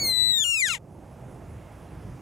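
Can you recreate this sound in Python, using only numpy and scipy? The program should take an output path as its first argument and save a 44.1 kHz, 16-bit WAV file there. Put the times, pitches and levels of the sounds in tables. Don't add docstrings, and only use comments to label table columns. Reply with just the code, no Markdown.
import sys
import numpy as np
from scipy import signal
from scipy.fft import rfft, irfft
from scipy.io import wavfile
from scipy.ndimage import uniform_filter1d

SR = 44100
rng = np.random.default_rng(int(sys.argv[2]) if len(sys.argv) > 2 else 0)


def wav_out(sig):
    wavfile.write(sys.argv[1], SR, np.round(np.clip(np.atleast_2d(sig).T, -1, 1) * 32767).astype(np.int16))


def undo_db(level):
    steps = np.asarray(level, float) / 20
    return 10 ** steps


N = 97593

# (dB per Hz, relative)
FIELD_SPECTRUM = [(15, -47), (25, -18), (59, -2), (140, -.5), (227, -10), (322, -10.5), (457, -13.5),
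                  (684, -13.5), (1380, -26), (2700, -34), (4380, -45), (5600, -38.5), (7500, -42),
                  (10100, -40.5), (13000, -48.5), (15500, -52)]
# frequency_hz, left_over_right_db
FIELD_BALANCE = [(60, 0.13), (110, -0.82), (200, -5), (380, -7), (700, -5.5), (1290, -4.5), (2380, -4.5),
                 (4400, -2), (8120, 2.15), (15000, -1.28)]
# start_s, wind_on_microphone_db, rush_of_air_db, upper_band_db (1.2-4 kHz)
FIELD_COURSE = [(0, 10.5, 17, 13.5), (.08, 14.5, 14, 14.5), (.14, 9.5, 7.5, 8), (.3, 9, 6, 4.5),
                (.45, 1.5, 1.5, 0.5), (.59, -3, -3, -3.5), (.7, 7.5, 4, -7.5), (.84, 2, 4.5, -4),
                (1.1, 2.5, 2.5, -.5), (1.29, 3.5, 3, 1.53), (1.63, 2.5, -1.51, 2.5), (1.87, 0, 0.8, 2.45),
                (2.08, 7.5, -1, 2.74), (2.14, 2, -1, 2.45), (2.21, 1, .8, 2.84)]
# frequency_hz, wind_share, rush_share, upper_band_share (factors)
FIELD_REACH = [(60, 0.981, .01, .01), (160, 0.801, 0.12, .01), (300, .2, 0.794, 0.0091),
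               (800, 0.0092, 1, .1), (1490, .01, .1, 1), (3470, .01, .05, 0.72), (6000, .01, 0.091, 0.18)]
# centre_s, length_s, level_db (before gain control)
HISS_PULSES = [(.94, .035, -76.5), (1.122, 0.0178, -76.5), (1.324, 0.037, -74), (1.517, 0.028, -75.5),
               (1.621, 0.0205, -83), (1.731, .015, -78.5), (1.828, 0.024, -82.5), (1.911, 0.0346, -81),
               (2.019, 0.0183, -78.5), (2.103, 0.028, -82)]
# start_s, pitch_hz, level_db (before the path), odd_partials_db,
# tilt_db_per_octave, lean_factor (scales the stereo lean)
CALL = [(0.0, 2247, -46.0, 12.5, -7.5, 0.69), (0.025, 2234, -38, 3.5, -6.5, 0.88),
        (0.045, 2166, -40, 7, -5, 0.43), (0.07, 2113, -39.0, 7.5, -4.5, 0.21),
        (0.1, 2066, -38, 2, -5, 0.25), (0.13, 2014, -42.5, 2, -6.5, 0.46),
        (0.165, 1997, -43.5, 2.5, -4.5, 0.65), (0.2, 1981, -44, 2.5, -4.5, 0.81),
        (0.235, 1989, -44, 2, -4.5, 0.91), (0.27, 1999.0, -44.0, 1.5, -5, 0.98),
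        (0.29, 1994.0, -45, 2.5, -4, 0.91), (0.31, 1976.0, -44.5, 1.62, -3.4, 1.04),
        (0.34, 1910, -46.5, 6, -3.5, 0.92), (0.37, 1847, -49.5, 7, -3, 0.9),
        (0.42, 1729.0, -48, 1.5, -5, 0.93), (0.43, 1697, -46, 1.5, -4, 0.86),
        (0.438, 1670, -47, -1.2, 1, 0.83), (0.4445, 1427, -41.5, -1, -4, 0.55),
        (0.47, 1420, -42, -1.73, -3.5, 0.64), (0.51, 1398, -41.5, -5, -2.5, 0.71),
        (0.55, 1352, -44.5, -3.5, -3, 0.87), (0.58, 1271, -45.0, 4, -4.5, 0.69),
        (0.605, 1197, -45.5, -0.5, -1, 0.69), (0.619, 1134, -45.5, -8, -3.5, 0.72),
        (0.625, 1039, -43.5, -6, -3, 0.86), (0.645, 984.8, -43.5, -11, -5, 0.88),
        (0.67, 855.0, -40.5, -6.5, -4.5, 0.76), (0.684, 802.7, -39.5, 2.49, -5, 0.54),
        (0.693, 728.0, -39.5, 5, -7.5, 0.71), (0.705, 703.1, -40.0, 2.47, -6, 0.67),
        (0.72, 665.9, -41.5, -11.5, -4.5, 0.57), (0.735, 607.0, -45, -6, -2.5, 0.58),
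        (0.744, 537, -44.5, -8.5, -4, 0.58), (0.751, 488.2, -44.5, 5, -5.5, 0.81),
        (0.76, 451.2, -50, 6.5, -6, 0.51), (0.772, 403.8, -57.5, 5.5, -7.5, 0.8),
        (0.785, 370.0, -59, 9, -8.5, 0.51)]
# frequency_hz, mouth_open_db,
# lean_left (side over mid, before scaling), mouth_closing_db
PATH = [(400.0, -3, -0.68, -7), (880, -5, 0.28, -8.5), (1185, -5.5, -0.27, -5.5), (1477, 6.4, 0.45, -3.5),
        (1994, 7.5, 1.0, 9.5), (2460, -4.5, 1.75, 8), (2837, 3.5, 1.057, 8.5), (3232, 10.5, 0.824, 3.5),
        (3704, 14.5, 1.06, 5.5), (4076, 7.5, 0.95, 4.5), (4515, 3, -0.27, -2.5), (5340, 4.5, 0.15, 4.5),
        (5785, -12.5, 0.19, 1.5), (6090, -2.5, -0.34, 10), (6526, 7.5, 0.01, 9.5), (7024, 20, 0.25, 13.0),
        (7624, 7.5, -0.03, 12.5), (8611, 0.5, -0.36, 2), (8895, -6.5, -0.11, 9.0), (9670, -6.5, -0.04, 5.5),
        (10205, -1.5, 0.0, 10.0), (10763, -1.5, 0.26, -8), (10914, -10, 0.33, -11.5), (11720, -8, -0.03, 3),
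        (12650, 1.35, 0.53, -8.5), (13900.0, -7.5, -0.04, -24), (14300.0, -7, 0.02, -21),
        (14865, 9, -0.0, -2), (15560, -8.5, 0.0, -16.5)]
FOLD_DB = [-15.5, 8.5, -8, 6, -1.58, 6.5, 0.5, 4, 0.5, 1.16, 1.5, 0.36]
# frequency_hz, lead_rad
LEFT_LEAD = [(4500, 0.01), (5400, -0.6), (6200, -0.3), (7100, -0.6), (8300, -0.1), (9800, -0.7),
             (10800, 0.3), (12000, 0.01)]
# start_s, wobble_db (pitch and level), breath_db
HOARSENESS = [(0, 2, -1), (.1, .1, -4), (.42, .1, -4), (.445, 7, 10), (.48, 1, -2), (.6, 3, 3),
              (.65, 8, 16), (.69, 14, 24), (.72, 12, 22), (.75, 16, 26), (.785, 20, 30)]


def along(table, col, at, log=False):
    rows = np.array(table, float)
    if log:
        return np.interp(np.log(at), np.log(rows[:, 0]), rows[:, col])
    return np.interp(at, rows[:, 0], rows[:, col])


def walk(rate_hz, size=N):
    width = max(int(SR / rate_hz), 2)
    drift = uniform_filter1d(uniform_filter1d(rng.standard_normal(size), width), width)
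    return drift / drift.std()


def band(hz, octaves):
    f = np.maximum(np.fft.rfftfreq(N, 1 / SR), 1)
    bell = np.exp(-(np.log2(f / hz) / octaves) ** 2)
    noise = irfft(rfft(rng.standard_normal(N)) * bell, N)
    return noise / noise.std()


def field(t):
    level_db = -52
    unrelated = .08
    buffet_db, buffet_hz, flicker_db, flicker_hz = 0.88, 24.97, 0.94, 11
    wind = along(FIELD_COURSE, 1, t) + buffet_db * walk(buffet_hz)
    rush = along(FIELD_COURSE, 2, t)
    upper_band = along(FIELD_COURSE, 3, t)
    out, total_power = 0, 0
    for hz in 20 * 2 ** np.arange(0, 9.7, 1 / 3):
        gain = undo_db(along(FIELD_SPECTRUM, 1, hz, True)) * np.sqrt(hz)
        balance = undo_db(along(FIELD_BALANCE, 1, hz, True))
        side = (balance - 1) / (balance + 1)
        mid = band(hz, .25)
        apart = side * mid + unrelated * min(hz / 300, 1) * band(hz, .25)
        swing_db = along(FIELD_REACH, 1, hz, True) * wind
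        swing_db = swing_db + along(FIELD_REACH, 2, hz, True) * rush
        swing_db = swing_db + along(FIELD_REACH, 3, hz, True) * upper_band
        swing_db = swing_db + flicker_db * walk(flicker_hz)
        out = out + gain * undo_db(swing_db) * np.array([mid + apart, mid - apart])
        total_power = total_power + gain ** 2
    return out * undo_db(level_db) / np.sqrt(total_power)


def pulsing_hiss(t):
    envelope = sum(undo_db(db) * np.exp(-((t - centre) / length) ** 2) for centre, length, db in HISS_PULSES)
    return band(10156, 640 / 10156) * envelope


def far_chirp(t):
    centre_s, pitch_hz, length_s = 1.888, 4050, .002
    level_db = -69
    envelope = undo_db(level_db) * np.exp(-((t - centre_s) / length_s) ** 2)
    return envelope * np.sin(2 * np.pi * pitch_hz * t)


def whistle(t, phase, pitch, level_db, wobble):
    shimmer_db, shimmer_hz, shimmer_cap_db = .5, 121, 3.0
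    lean_per_db, lean_ref_db = .02, -29
    mouth_closes_s, mouth_takes_s = 0.3697, 0.3174
    closing = np.clip((t - mouth_closes_s) / mouth_takes_s, 0, 1)
    out = np.zeros((2, len(t)))
    for k in range(1, 33):
        hz = k * pitch
        db = level_db + (k % 2) * along(CALL, 3, t)
        db = db + np.log2(k / 2) * along(CALL, 4, t)
        db = db + (1 - closing) * along(PATH, 1, hz, True) + closing * along(PATH, 3, hz, True)
        db = db + FOLD_DB[min(k, len(FOLD_DB)) - 1]
        shimmer = shimmer_db * wobble * walk(shimmer_hz, len(t))
        db = db + shimmer_cap_db * np.tanh(shimmer / shimmer_cap_db)
        lean = along(PATH, 2, hz, True) * along(CALL, 5, t)
        lean = lean * np.clip(1.5 + lean_per_db * (db - lean_ref_db), 0, 2)
        side = lean + 1j * np.tan(along(LEFT_LEAD, 1, hz, True) / 2)
        turning = np.exp(1j * (k * phase + 2 * np.pi * rng.random()))
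        tone = np.sqrt(2) * undo_db(db) * (hz < 17000) * turning
        out += np.real(tone * np.array([1 + side, 1 - side]))
    return out


def breath(t, phase, level_db):
    breath_db = -35
    f = np.maximum(np.fft.rfftfreq(len(t), 1 / SR), 1)
    air = irfft(rfft(rng.standard_normal(len(t))) * undo_db(along(PATH, 3, f, True)), len(t))
    return air * undo_db(level_db + breath_db + along(HOARSENESS, 2, t)) * (1 + np.cos(phase))


def scatter(direct, t):
    echo_db, t60_s = -17, .04
    size = int(.15 * SR)
    tail = rng.standard_normal((1, size)) * undo_db(-60 * t[:size] / t60_s)
    tail = tail / np.sqrt((tail ** 2).sum(axis=1, keepdims=True))
    return undo_db(echo_db) * signal.fftconvolve(direct, tail, axes=1)[:, :len(t)]


def deer():
    close_s, release_s = .781, .012
    jitter, jitter_hz = .0008, 400
    t = np.arange(int(.85 * SR)) / SR
    wobble = undo_db(along(HOARSENESS, 1, t))
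    pitch = along(CALL, 1, t) * (1 + jitter * wobble * walk(jitter_hz, len(t)))
    phase = 2 * np.pi * np.cumsum(pitch) / SR
    level_db = along(CALL, 2, t) - 60 * np.maximum(t - close_s, 0) / release_s
    voice = whistle(t, phase, pitch, level_db, wobble) + breath(t, phase, level_db)
    voice = voice + scatter(voice, t)
    return np.pad(voice, ((0, 0), (0, N - len(t))))


def scene():
    t = np.arange(N) / SR
    return deer() + field(t) + pulsing_hiss(t) + far_chirp(t)


def band_limit(x):
    return signal.sosfilt(signal.butter(12, 15660, fs=SR, output="sos"), x)


def record(dry):
    gain_up_db, loud_db, recover_s = 8, -34.5, 0.334
    power = uniform_filter1d(np.mean(dry ** 2, axis=0), 900)
    loud = power > undo_db(loud_db) ** 2
    last_loud = np.maximum.accumulate(np.where(loud, np.arange(N), 0))
    since_s = (np.arange(N) - last_loud) / SR
    mix = dry * undo_db(gain_up_db * (1 - np.exp(-since_s / recover_s)))
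    return band_limit(mix)


dry = scene()
out = record(dry)
wav_out(out)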